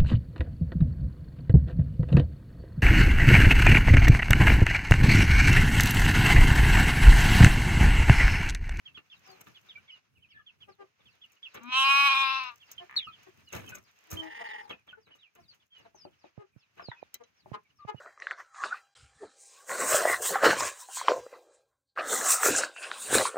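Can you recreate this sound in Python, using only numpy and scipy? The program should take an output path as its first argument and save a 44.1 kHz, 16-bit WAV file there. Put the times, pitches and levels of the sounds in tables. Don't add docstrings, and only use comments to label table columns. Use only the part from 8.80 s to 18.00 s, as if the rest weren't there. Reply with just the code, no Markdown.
import sys
import numpy as np
from scipy import signal
from scipy.fft import rfft, irfft, next_fast_len
from scipy.io import wavfile
from scipy.ndimage import uniform_filter1d, map_coordinates

SR = 44100
rng = np.random.default_rng(int(sys.argv[2]) if len(sys.argv) > 2 else 0)


def to_wav(sig):
    pcm = np.clip(np.atleast_2d(sig), -1, 1) * 32767
    pcm = np.round(pcm).astype(np.int16)
    wavfile.write(sys.argv[1], SR, pcm.T)


def gain_from_decibels(decibels):
    exponent = np.asarray(decibels, float) / 20
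    return 10 ** exponent


N = 405719

# (start_s, thud_level_db, crackle_level_db)
BUSTLE = [(0, -66, -88.5), (0.58, -78, -69.5), (1.48, -68, -96.5), (2.85, -82, -76), (3.72, -77, -77),
          (4.85, -55.5, -76), (5.21, -78.5, -74), (6.34, -75, -91), (9.2, -73, -88.5)]
# (start_s, level_db)
STEPS = [(0.659, -52), (1.37, -62.5), (4.265, -55.5), (4.747, -41), (5.325, -37.5)]
STEP_T60_S = .25
# (frequency_hz, level_db)
THUD_COLOUR = [(25, -40), (45, -15), (90, 3.5), (200, -5.5), (900, -33)]
# (frequency_hz, level_db)
MURMUR_COLOUR = [(300, -7.5), (1800, 0), (2700, 0.5), (3600, -7.5), (6500, -8), (8000, -28)]
# (frequency_hz, level_db)
STRAW_COLOUR = [(3000, -29.5), (4500, -16), (6300, 4), (9000, -13), (11500, -9), (15200, -1.5),
                (16500, -29)]

# (start_s, top_hz, level_db)
PEEPS = [(0.053, 3459, -50), (0.145, 3533, -50), (0.3, 3602, -50.5), (0.746, 3509, -52.5),
         (0.887, 3782, -49.5), (1.079, 3509, -49.5), (1.352, 2986, -63.5), (4.322, 3620, -57.5),
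         (1.42, 3148, -57.5), (1.498, 3314, -57), (1.662, 3465, -50), (1.805, 3505, -49.5),
         (2.254, 3515, -55.5), (2.415, 3579, -51.5), (2.629, 3589, -40), (3.8, 3575, -55),
         (4.862, 3354, -50.5), (5.894, 3432, -46), (6.081, 3470, -54)]
PEEP_LENGTH_S, PEEP_END_RATIO = .045, .74
# (start_s, length_s, pitch_hz, level_db)
CHIRPS = [(0.082, 0.04024, 2744, -59), (4.671, 0.03753, 3022, -50.5), (4.863, 0.11854, 2634, -55),
          (0.952, 0.02221, 2402, -48), (0.973, 0.01292, 1608, -53.5), (1.113, 0.06043, 3016, -52),
          (1.541, 0.07446, 1790, -58), (1.588, 0.02187, 1338, -60.5), (1.085, 0.0255, 2283, -57),
          (3.98, 0.022, 3278, -40), (4.271, 0.02352, 1329, -40.5), (4.92, 0.02836, 1587, -45),
          (5.37, 0.055, 3228, -37), (6.129, 0.021376, 1554, -45.5), (6.306, 0.0438, 3090, -57),
          (8.157, 0.075, 2562, -60.5), (8.987, 0.05291, 1245, -54.5), (9.158, 0.0413, 3025, -57)]
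CHIRP_END_RATIO = 0.93
# (start_s, length_s, top_hz, level_db)
WHISTLES = [(.44, .12, 6000, -60), (5.66, .11, 4800, -56), (6.385, .1, 3900, -59), (6.68, .05, 5000, -52),
            (7.15, .12, 6400, -56), (8.015, .14, 5600, -55)]
WHISTLE_FALL_HZ_PER_S = 16000
# (start_s, length_s, start_hz, end_hz, level_db)
SQUEALS = [(4.163, .036, 4550, 3450, -26), (4.197, .11, 3400, 2450, -49), (4.19, .03, 3100, 1800, -47),
           (6.905, .12, 3300, 2750, -59)]
HOOK_S, HOOK_DEPTH = .006, 0.048

# (start_s, stalks_level_db, scuff_level_db, t60_s)
SCRATCHES = [(0.1688, -72.5, -46.5, 0.105), (0.462, -75, -56.5, 0.7619), (0.608, -56.5, -37, 0.04139),
             (0.6685, -53, -20.5, 0.014157), (2.19, -89.5, -60, 0.092), (2.517, -65, -60.5, 0.07234),
             (2.743, -54.5, -35, 0.11187), (2.833, -55, -38.5, 0.02562), (3.635, -56, -72.5, 0.03951),
             (3.914, -43.5, -77.5, 0.04432), (4.4297, -65.5, -76, 0.1286), (4.722, -53, -42.5, 0.37644),
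             (4.836, -66.5, -49, 0.05066), (4.879, -59.5, -48, 0.16315), (4.9466, -51.5, -45, 0.10116),
             (5.302, -50.5, -46.5, 0.3362), (5.892, -60, -42, 0.1317), (6.065, -77.5, -59.5, 0.3822),
             (6.265, -79, -54, 0.13993), (6.551, -62.5, -52, 0.05853), (6.349, -65.5, -54, 0.06974),
             (6.743, -64, -69.5, 0.12), (6.976, -75, -55.5, 0.3101), (7.962, -79, -58.5, 0.715),
             (8.3412, -52, -53.5, 0.07392)]
# (frequency_hz, level_db)
SCUFF_COLOUR = [(150, -4), (400, 0), (1200, -3), (2600, -4), (4000, -14), (6000, -35.5)]
# (start_s, length_s, pitch_hz, level_db, beak_resonance_hz)
CLUCKS = [(0.438, 0.11605, 376.5, -60, 719.3), (1.87, 0.03615, 395.8, -57, 561.4),
          (1.978, 0.05755, 393.6, -53.5, 486), (3.987, 0.051325, 352.7, -53.5, 680),
          (5.247, 0.25052, 321.4, -53.5, 330.2), (5.6, 0.018427, 229.2, -48, 697.2),
          (6.556, 0.05068, 349.9, -64, 708), (4.462, 0.01728, 385.5, -57, 367.8),
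          (7.043, 0.02613, 228.1, -60, 695), (6.16, 0.03298, 435.3, -62, 435),
          (7.567, 0.06996, 409.4, -55, 383), (8.392, 0.03492, 233, -57.5, 489.8),
          (8.723, 0.037073, 205.3, -43.5, 998), (9.068, 0.04017, 417.7, -41.5, 925.6)]

# (start_s, pitch_hz, source_level_db, second_resonance_hz, third_resonance_added_db)
LAMB = [(2.8, 225.5, -53.5, 2318, -18), (2.917, 257.5, -39, 2539, 1.5), (2.924, 253.3, -31, 2509, 2.5),
        (2.977, 265.9, -24, 2672, 1), (3.12, 277, -21, 2480, -4), (3.27, 280.6, -20.5, 2443, -9.5),
        (3.29, 271.1, -24, 2460, -4), (3.43, 268.7, -27, 2480, -4.5), (3.569, 267.1, -31.5, 2620, -12),
        (3.69, 247, -40.5, 2712, -11), (3.754, 228, -58, 2762, -2.5)]
# (start_s, roughness_0_to_1)
LAMB_ROUGH = [(3.26, .01), (3.29, .09), (3.36, .26), (3.44, .05), (3.7, .16)]
# (centre_hz, width_hz, gain_db)
LAMB_THROAT = [(1080.2, 100.6, 5.5), (2480, 122.51, 3.5), (3080.2, 193.28, 1), (4066.4, 385.94, -14),
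               (5421.2, 160, -17.5), (9379, 2200, -37.5), (15008, 1300, -36)]
QUAVER_PER_S, QUAVER_FROM_S, QUAVER_DB, RASP_DB = 19, 3.29, 1.2, 4
WANDER, WANDER_DB = .018, 1.3
CLOSES_DB = -38
THIRD_RISES_HZ = 415.4
TREBLE_HZ, TREBLE_FADE = 6800, 0.94
TURNS_S, TURNS_DB = 3.2991, 3
# (frequency_hz, phase_radians)
BODY_TURN = [(300, 0.5), (900, 2.5), (1700, -0.4339), (2400, 0.5271), (3300, -1.6576), (4300, 0.5)]

CROAK_START_S, CROAK_LENGTH_S, CROAK_PULSES_PER_S, CROAK_LEVEL_DB = 4.08, .11, 64, -53
# (centre_hz, width_hz, gain_db)
CROAK_THROAT = [(1084, 270, -0.5), (1790, 300, 2), (2390, 300, -2.5)]
# (start_s, pitch_hz, level_db)
EWE = [(5.41, 205.7, -50), (5.5, 217, -46), (5.62, 226.3, -40.5), (5.82, 216.7, -45), (5.9, 226, -44.5)]
# (centre_hz, width_hz, gain_db_per_pass)
EWE_THROAT = [(852.37, 93.67, 5), (1896, 264.25, 1.5), (2777.8, 664.2, -5.5), (4632, 2051, -13)]

# (start_s, level_db, pitch_factor: how high each blow rings)
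KNOCKS = [(7.146, -42, 0.6445), (7.251, -35.5, 0.58987), (7.442, -41, 0.57796), (7.995, -28.5, 1.1452),
          (8.115, -31.5, 1.526), (8.659, -41, 0.6384)]
# (frequency_hz, level_db, t60_s)
TROUGH = [(620, -8, .05), (1000, -2, .025), (1250, 0, .02), (2200, -14, .02)]
# (start_s, click_level_db, boom_level_db)
TAPS = [(7.579, -38.5, -26.5), (7.764, -59, -33.5), (8.0869, -28, -24), (8.229, -26, -62),
        (8.718, -33, -22), (9.051, -39, -29), (9.146, -34.5, -25)]
# (start_s, level_db)
PINGS = [(8.3425, -40.5), (8.437, -51.5)]
# (frequency_hz, level_db, t60_s)
MESH = [(2026.4, -8, 0.0441), (3167.6, 2, 0.015236), (3981, -4, 0.04277), (6031.6, 5, 0.02071)]

# (frequency_hz, t60_s)
COOP = [(200, 0.18), (2000, 0.11), (10000, 0.0021)]
# (frequency_hz, left_minus_right_db)
PORTS = [(100, -2), (400, 10), (1300, 3), (3000, -7), (4400, 6), (6300, -2), (9000, 7)]
MIC_LOW_HZ, MIC_TOP_HZ = 47.197, 16266


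def unit(x):
    return x / np.sqrt(np.mean(x ** 2) + 1e-20)


def along(points, hz):
    f, value = np.transpose(points)
    return np.interp(np.log(hz + 1), np.log(f + 1), value)


def curves(rows):
    s, *columns = np.transpose(rows)
    return [np.interp(np.arange(N) / SR, s, column) for column in columns]


def span(rows):
    return slice(round(rows[0][0] * SR), round(rows[-1][0] * SR))


def add_at(out, start_s, sound):
    out[round(start_s * SR):][:len(sound)] += sound


def wobble(rate, size=N):
    knots = rng.standard_normal(int(size * rate / SR) + 4)
    return map_coordinates(knots, [np.arange(size) * rate / SR])


def filtered(x, response):
    m = next_fast_len(x.shape[-1] + 8192)
    return irfft(rfft(x, m) * response(np.fft.rfftfreq(m, 1 / SR)), m)[..., :x.shape[-1]]


def noise(colour):
    return unit(filtered(rng.standard_normal(N), lambda hz: gain_from_decibels(along(colour, hz))))


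def throat(modes):
    def response(f):
        total = 0
        for k, (centre, width, db) in enumerate(modes):
            damping = 1j * f * width
            total = total + (-1) ** k * gain_from_decibels(db) * damping / (centre * centre - f * f + damping)
        return f / (f + 500) * total
    return response


def glottis(hz, rough, jitter):
    phase = 2 * np.pi * np.cumsum(hz * (1 + jitter * wobble(120, size=len(hz)))) / SR
    count = np.floor(16200 / np.max(hz))
    pulses = np.sin((count + .5) * phase) / (2 * np.sin(phase / 2) + 1e-9) - .5
    breath = (1 + np.cos(phase)) * rng.standard_normal(len(hz))
    rough = np.clip(rough, 0, 1)
    return np.sqrt(1 - rough) * unit(pulses) + np.sqrt(rough) * unit(breath), phase


def crackly(density):
    snaps = (rng.random(N) < density / SR) * 2.88 * rng.exponential(size=N)
    return 1 + signal.lfilter([1], [1, -np.exp(-1 / (0.0014 * SR))], snaps)


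def bustle(alike):
    thud_db, crackle_db = curves(BUSTLE)
    stir = wobble(3.5002)

    def pair(colour):
        apart = np.array([noise(colour), noise(colour)])
        return alike * noise(colour) + np.sqrt(1 - alike ** 2) * apart

    thud = (gain_from_decibels(thud_db + 2 * stir + 5 * wobble(12)) + steps()) * pair(THUD_COLOUR)
    murmur = gain_from_decibels(-25 + .5 * crackle_db + stir + 3 * wobble(23)) * pair(MURMUR_COLOUR)
    crackle = gain_from_decibels(crackle_db + 2 * stir) * crackly(60) * pair(STRAW_COLOUR)
    return thud + murmur + crackle


def peeps(calls):
    out = np.zeros(N + SR)
    for start_s, length_s, start_hz, end_hz, db in calls:
        u = np.arange(round(length_s * SR)) / (length_s * SR)
        fall = np.cos(np.pi * u / 2) ** 2 if start_hz < 4000 else (1 - u) ** 1.6
        hook = 1 - HOOK_DEPTH * np.exp(-u * length_s / HOOK_S)
        flutter = 0.016 * wobble(150, size=len(u))
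        hz = (end_hz + (start_hz - end_hz) * fall) * (hook + flutter)
        phase = 2 * np.pi * np.cumsum(hz) / SR
        swell = np.sin(np.pi * u ** 0.61) ** .5 * gain_from_decibels(3.4 * wobble(110, size=len(u)))
        add_at(out, start_s, gain_from_decibels(db) * swell * (np.sin(phase) + gain_from_decibels(-30) * np.sin(2 * phase)))
    echo = round(.012 * SR)
    out[echo:] += 0.13 * out[:-echo].copy()
    return out[:N]


def near_chicks():
    falling = [(s, PEEP_LENGTH_S, hz, PEEP_END_RATIO * hz, db) for s, hz, db in PEEPS]
    whistles = [(s, length, hz, hz - WHISTLE_FALL_HZ_PER_S * length, db) for s, length, hz, db in WHISTLES]
    chirps = [(s, length, hz, CHIRP_END_RATIO * hz, db) for s, length, hz, db in CHIRPS]
    return peeps(falling + SQUEALS + whistles + chirps)


def far_chicks():
    beat = [(s, .09, 6200, 3400, -68) for s in np.arange(.309, 9.1, .3931)]
    cheeps = [(9 * a, .015 + .04 * b, 2300 + 1500 * c, 2000 + 1000 * c, -74 + 9 * d)
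              for a, b, c, d in rng.random((60, 4))]
    return peeps(beat + cheeps)


def scratches():
    bright, dull, t = np.zeros(N + SR), np.zeros(N + SR), np.arange(SR // 2) / SR
    for start_s, stalks_db, scuff_db, t60 in SCRATCHES:
        fall = gain_from_decibels(-60 * t / t60) * (1 - np.exp(-t / 0.00051))
        add_at(bright, start_s, gain_from_decibels(stalks_db) * fall)
        add_at(dull, start_s, gain_from_decibels(scuff_db) * fall * (1 - np.exp(-t / .006)))
    stalks = crackly(160) * bright[:N] * noise(STRAW_COLOUR)
    scuff = gain_from_decibels(4.7 * wobble(150)) * dull[:N] * noise(SCUFF_COLOUR)
    return stalks + scuff


def clucks():
    out = np.zeros(N + SR)
    for start_s, length_s, hz, db, beak_hz in CLUCKS:
        u = np.arange(round(length_s * SR)) / (length_s * SR)
        pitch = hz * (1 + .03 * np.sin(np.pi * u) - .03 * u)
        source = glottis(pitch, .12, jitter=.012)[0]
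        source = np.pad(source * np.sin(np.pi * u ** 1.652), (0, 800))
        modes = [(beak_hz, 0.17945 * beak_hz, 0), (1700, 500, -21), (400, 160, -4)]
        voice = unit(filtered(source, lambda f: throat(modes)(f) / (1 + (f / 5000) ** 2)))
        add_at(out, start_s, gain_from_decibels(db) * voice)
    return out[:N]


def steps():
    out, t = np.zeros(N + SR), np.arange(SR // 2) / SR
    for start_s, db in STEPS:
        add_at(out, start_s, gain_from_decibels(db - 60 * t / STEP_T60_S) * (1 - np.exp(-t / 0.00202)))
    return out[:N]


def lamb_source(hz, db, rough, clock_s):
    size = len(hz)
    quaver = np.cos(2 * np.pi * QUAVER_PER_S * (clock_s - QUAVER_FROM_S))
    shake = np.sqrt(rough) * (wobble(40, size=size) - quaver)
    source, phase = glottis(hz * (1 + .021 * shake), rough / 5, jitter=.004)
    rasp = filtered(rng.standard_normal(size), lambda f: 1 / (1 + (3000 / (f + 1)) ** 4))
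    source = source + gain_from_decibels(RASP_DB) * np.sqrt(rough) * (1 + np.cos(phase)) * rasp
    return source * gain_from_decibels(db + .5 * wobble(30, size=size) + QUAVER_DB * shake), phase


def lamb_mouth(source, db, second_hz, third_db):
    size = len(source)
    f, t, z = signal.stft(source, SR, nperseg=1024, noverlap=896)
    f = f[:, None]
    at = np.clip((t * SR).astype(int), 0, size - 1)

    def drift():
        return wobble(23, size=size)[at]

    closing_db = np.clip(db - CLOSES_DB, None, 0)[at]
    shape = [[centre * (1 + WANDER * drift()), width, gain + WANDER_DB * drift() + closing_db]
             for centre, width, gain in LAMB_THROAT]
    shape[0], shape[-2:] = LAMB_THROAT[0], LAMB_THROAT[-2:]
    shape[1][0] = second_hz[at]
    shape[2][2] = shape[2][2] + third_db[at]
    breaking = np.clip(20 * (t + LAMB[0][0] - QUAVER_FROM_S), 0, 1)
    shape[2][0] = shape[2][0] + THIRD_RISES_HZ * breaking
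    treble_gain = gain_from_decibels(TREBLE_FADE * (db - db.max())[at])
    fading = 1 + (treble_gain - 1) / (1 + (TREBLE_HZ / (f + 1)) ** 12)
    fading = fading / (1 + (680 / (f + 1)) ** 4)
    return signal.istft(z * throat(shape)(f) * fading, SR, nperseg=1024, noverlap=896)[1][:size]


def lamb():
    out, on = np.zeros(N), span(LAMB)
    hz, db, second_hz, third_db = (c[on] for c in curves(LAMB))
    rough = curves(LAMB_ROUGH)[0][on]
    source, phase = lamb_source(hz, db, rough, np.arange(N)[on] / SR)
    oral = gain_from_decibels(14.5) * lamb_mouth(source, db, second_hz, third_db)
    t = np.arange(len(hz)) / SR
    shut = np.exp(-np.clip(t - .09, 0, 1) / 0.0037)
    hum = gain_from_decibels(db) * (shut + gain_from_decibels(-35)) * np.sin(phase)
    out[on] = signal.windows.tukey(len(hz), .03) * (oral + hum)
    return out


def croak():
    out, size = np.zeros(N), round(CROAK_LENGTH_S * SR)
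    source = glottis(np.full(size, CROAK_PULSES_PER_S), .06, jitter=.03)[0]
    source = source * signal.windows.tukey(size, .3)
    voice = unit(filtered(source, throat(CROAK_THROAT)))
    add_at(out, CROAK_START_S, gain_from_decibels(CROAK_LEVEL_DB) * voice)
    return out


def ewe():
    out, on = np.zeros(N), span(EWE)
    hz, db = (c[on] for c in curves(EWE))
    t = np.arange(len(hz)) / SR
    throb = (21.3 * (t + 0.0072)) % 1
    source = glottis(hz * (1 + .04 * throb), .4, jitter=.045)[0]
    throb_gain = gain_from_decibels(3 * throb) * np.clip(3 * (1 - throb), .03, 1)
    source = source * throb_gain ** np.clip(10 * t - .2, 0, 1)

    def voice(modes):
        low = throat([(500, 500, 0)])
        return unit(filtered(source, lambda f: throat(modes)(f) ** 2 + gain_from_decibels(-15) * low(f)))

    shut = np.arange(len(hz)) > (EWE[-2][0] - EWE[0][0]) * SR
    bleat = np.where(shut, voice(EWE_THROAT[:1]), voice(EWE_THROAT))
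    out[on] = gain_from_decibels(db - 6.376 * shut) * bleat * signal.windows.tukey(len(hz), .1)
    return out


def struck(hits, modes, attack_s):
    out, t = np.zeros(N + SR), np.arange(SR // 10) / SR
    for start_s, db, *pitch in hits:
        ring = 0
        for hz, level, t60 in modes:
            fall = gain_from_decibels(level + rng.normal(0, 2.5) - 60 * t / t60)
            ring = ring + fall * np.sin(2 * np.pi * hz * np.prod(pitch) * t)
        attack = 1 - np.exp(-t / attack_s)
        add_at(out, start_s, gain_from_decibels(db) * ring * attack * gain_from_decibels(2 * wobble(300, size=len(t))))
    return out[:N]


def knocks():
    return struck(KNOCKS, TROUGH, attack_s=0.0007613)


def taps():
    out, t = np.zeros(N + SR), np.arange(SR // 10) / SR
    for start_s, click_db, boom_db in TAPS:
        click = np.exp(-((t - .002) / 0.0009875) ** 2) * np.cos(2 * np.pi * 620 * (t - .002))
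        cycles = 120 * t + 0.5526 * (1 - np.exp(-t / 0.0013167))
        boom = -gain_from_decibels(-60 * t / 0.04772) * np.sin(2 * np.pi * cycles) * np.clip(t / 0.004432, 0, 1)
        add_at(out, start_s - .002, gain_from_decibels(click_db) * click + gain_from_decibels(boom_db) * boom)
    return out[:N] * np.array([[.03], [1]])


def pings():
    return struck(PINGS, MESH, attack_s=0.00028)


def coop(x):
    hz, t, z = signal.stft(rng.standard_normal((2, SR // 3)), SR, nperseg=256)
    tail = signal.istft(z * gain_from_decibels(-60 * t / along(COOP, hz)[:, None]), SR, nperseg=256)[1]
    tail = tail / np.linalg.norm(tail[0])
    return signal.fftconvolve(np.pad(x, (150, 0))[None], tail, axes=1)[:, :N]


def ports(x, lag, turn=((1, 0),)):
    side = np.array([[.5], [-.5]])

    def response(hz):
        late = 2 * np.pi * hz * lag + along(turn, hz)
        return gain_from_decibels(side * along(PORTS, hz)) * np.exp(-1j * late * (side + .5))

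    return filtered(x * np.ones((2, 1)), response)


def scene():
    young, old = lamb(), ewe()
    hens = clucks() + croak() + knocks()
    straw = scratches() + pings()
    chicks = near_chicks() + far_chicks()
    wet = gain_from_decibels(-13) * (young + old) + gain_from_decibels(-6.5) * (hens + straw) + gain_from_decibels(-5) * chicks

    floor = ports(straw + chicks + bustle(alike=0.49), lag=0.00077327)
    near = floor + ports(old, lag=0.00058834) + ports(hens, lag=0.0010167)
    turning = np.clip(5 * (np.arange(N) / SR - TURNS_S), 0, 1)
    left_db = 0.7465 + TURNS_DB * turning
    bleat = gain_from_decibels(left_db * [[1], [-1]]) * ports(young, lag=35 / SR, turn=BODY_TURN)
    return near + bleat + coop(wet) + taps()


def suppressor(x, floor_db, depth_db):
    z = signal.stft(x, nperseg=512)[2]
    power = np.mean(np.abs(z) ** 2, 0)
    power = uniform_filter1d(power, size=41, axis=0)
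    power = np.abs(uniform_filter1d(power, size=3, axis=1))
    openness = power / (power + gain_from_decibels(2 * floor_db))
    return signal.istft(z * gain_from_decibels(depth_db * (openness - 1)), nperseg=512)[1][:, :N]


def band_limit(x):
    return signal.sosfilt(signal.butter(12, 17010, fs=SR, output="sos"), x)


def record(dry):
    def microphone(hz):
        low_cut = (1j * hz / (MIC_LOW_HZ + 1j * hz)) ** 2
        return low_cut / (1 + (hz / MIC_TOP_HZ) ** 60)

    mix = suppressor(filtered(dry, microphone), floor_db=-79.0, depth_db=7.5)
    return band_limit(mix)


dry = scene()
out = record(dry)
to_wav(out)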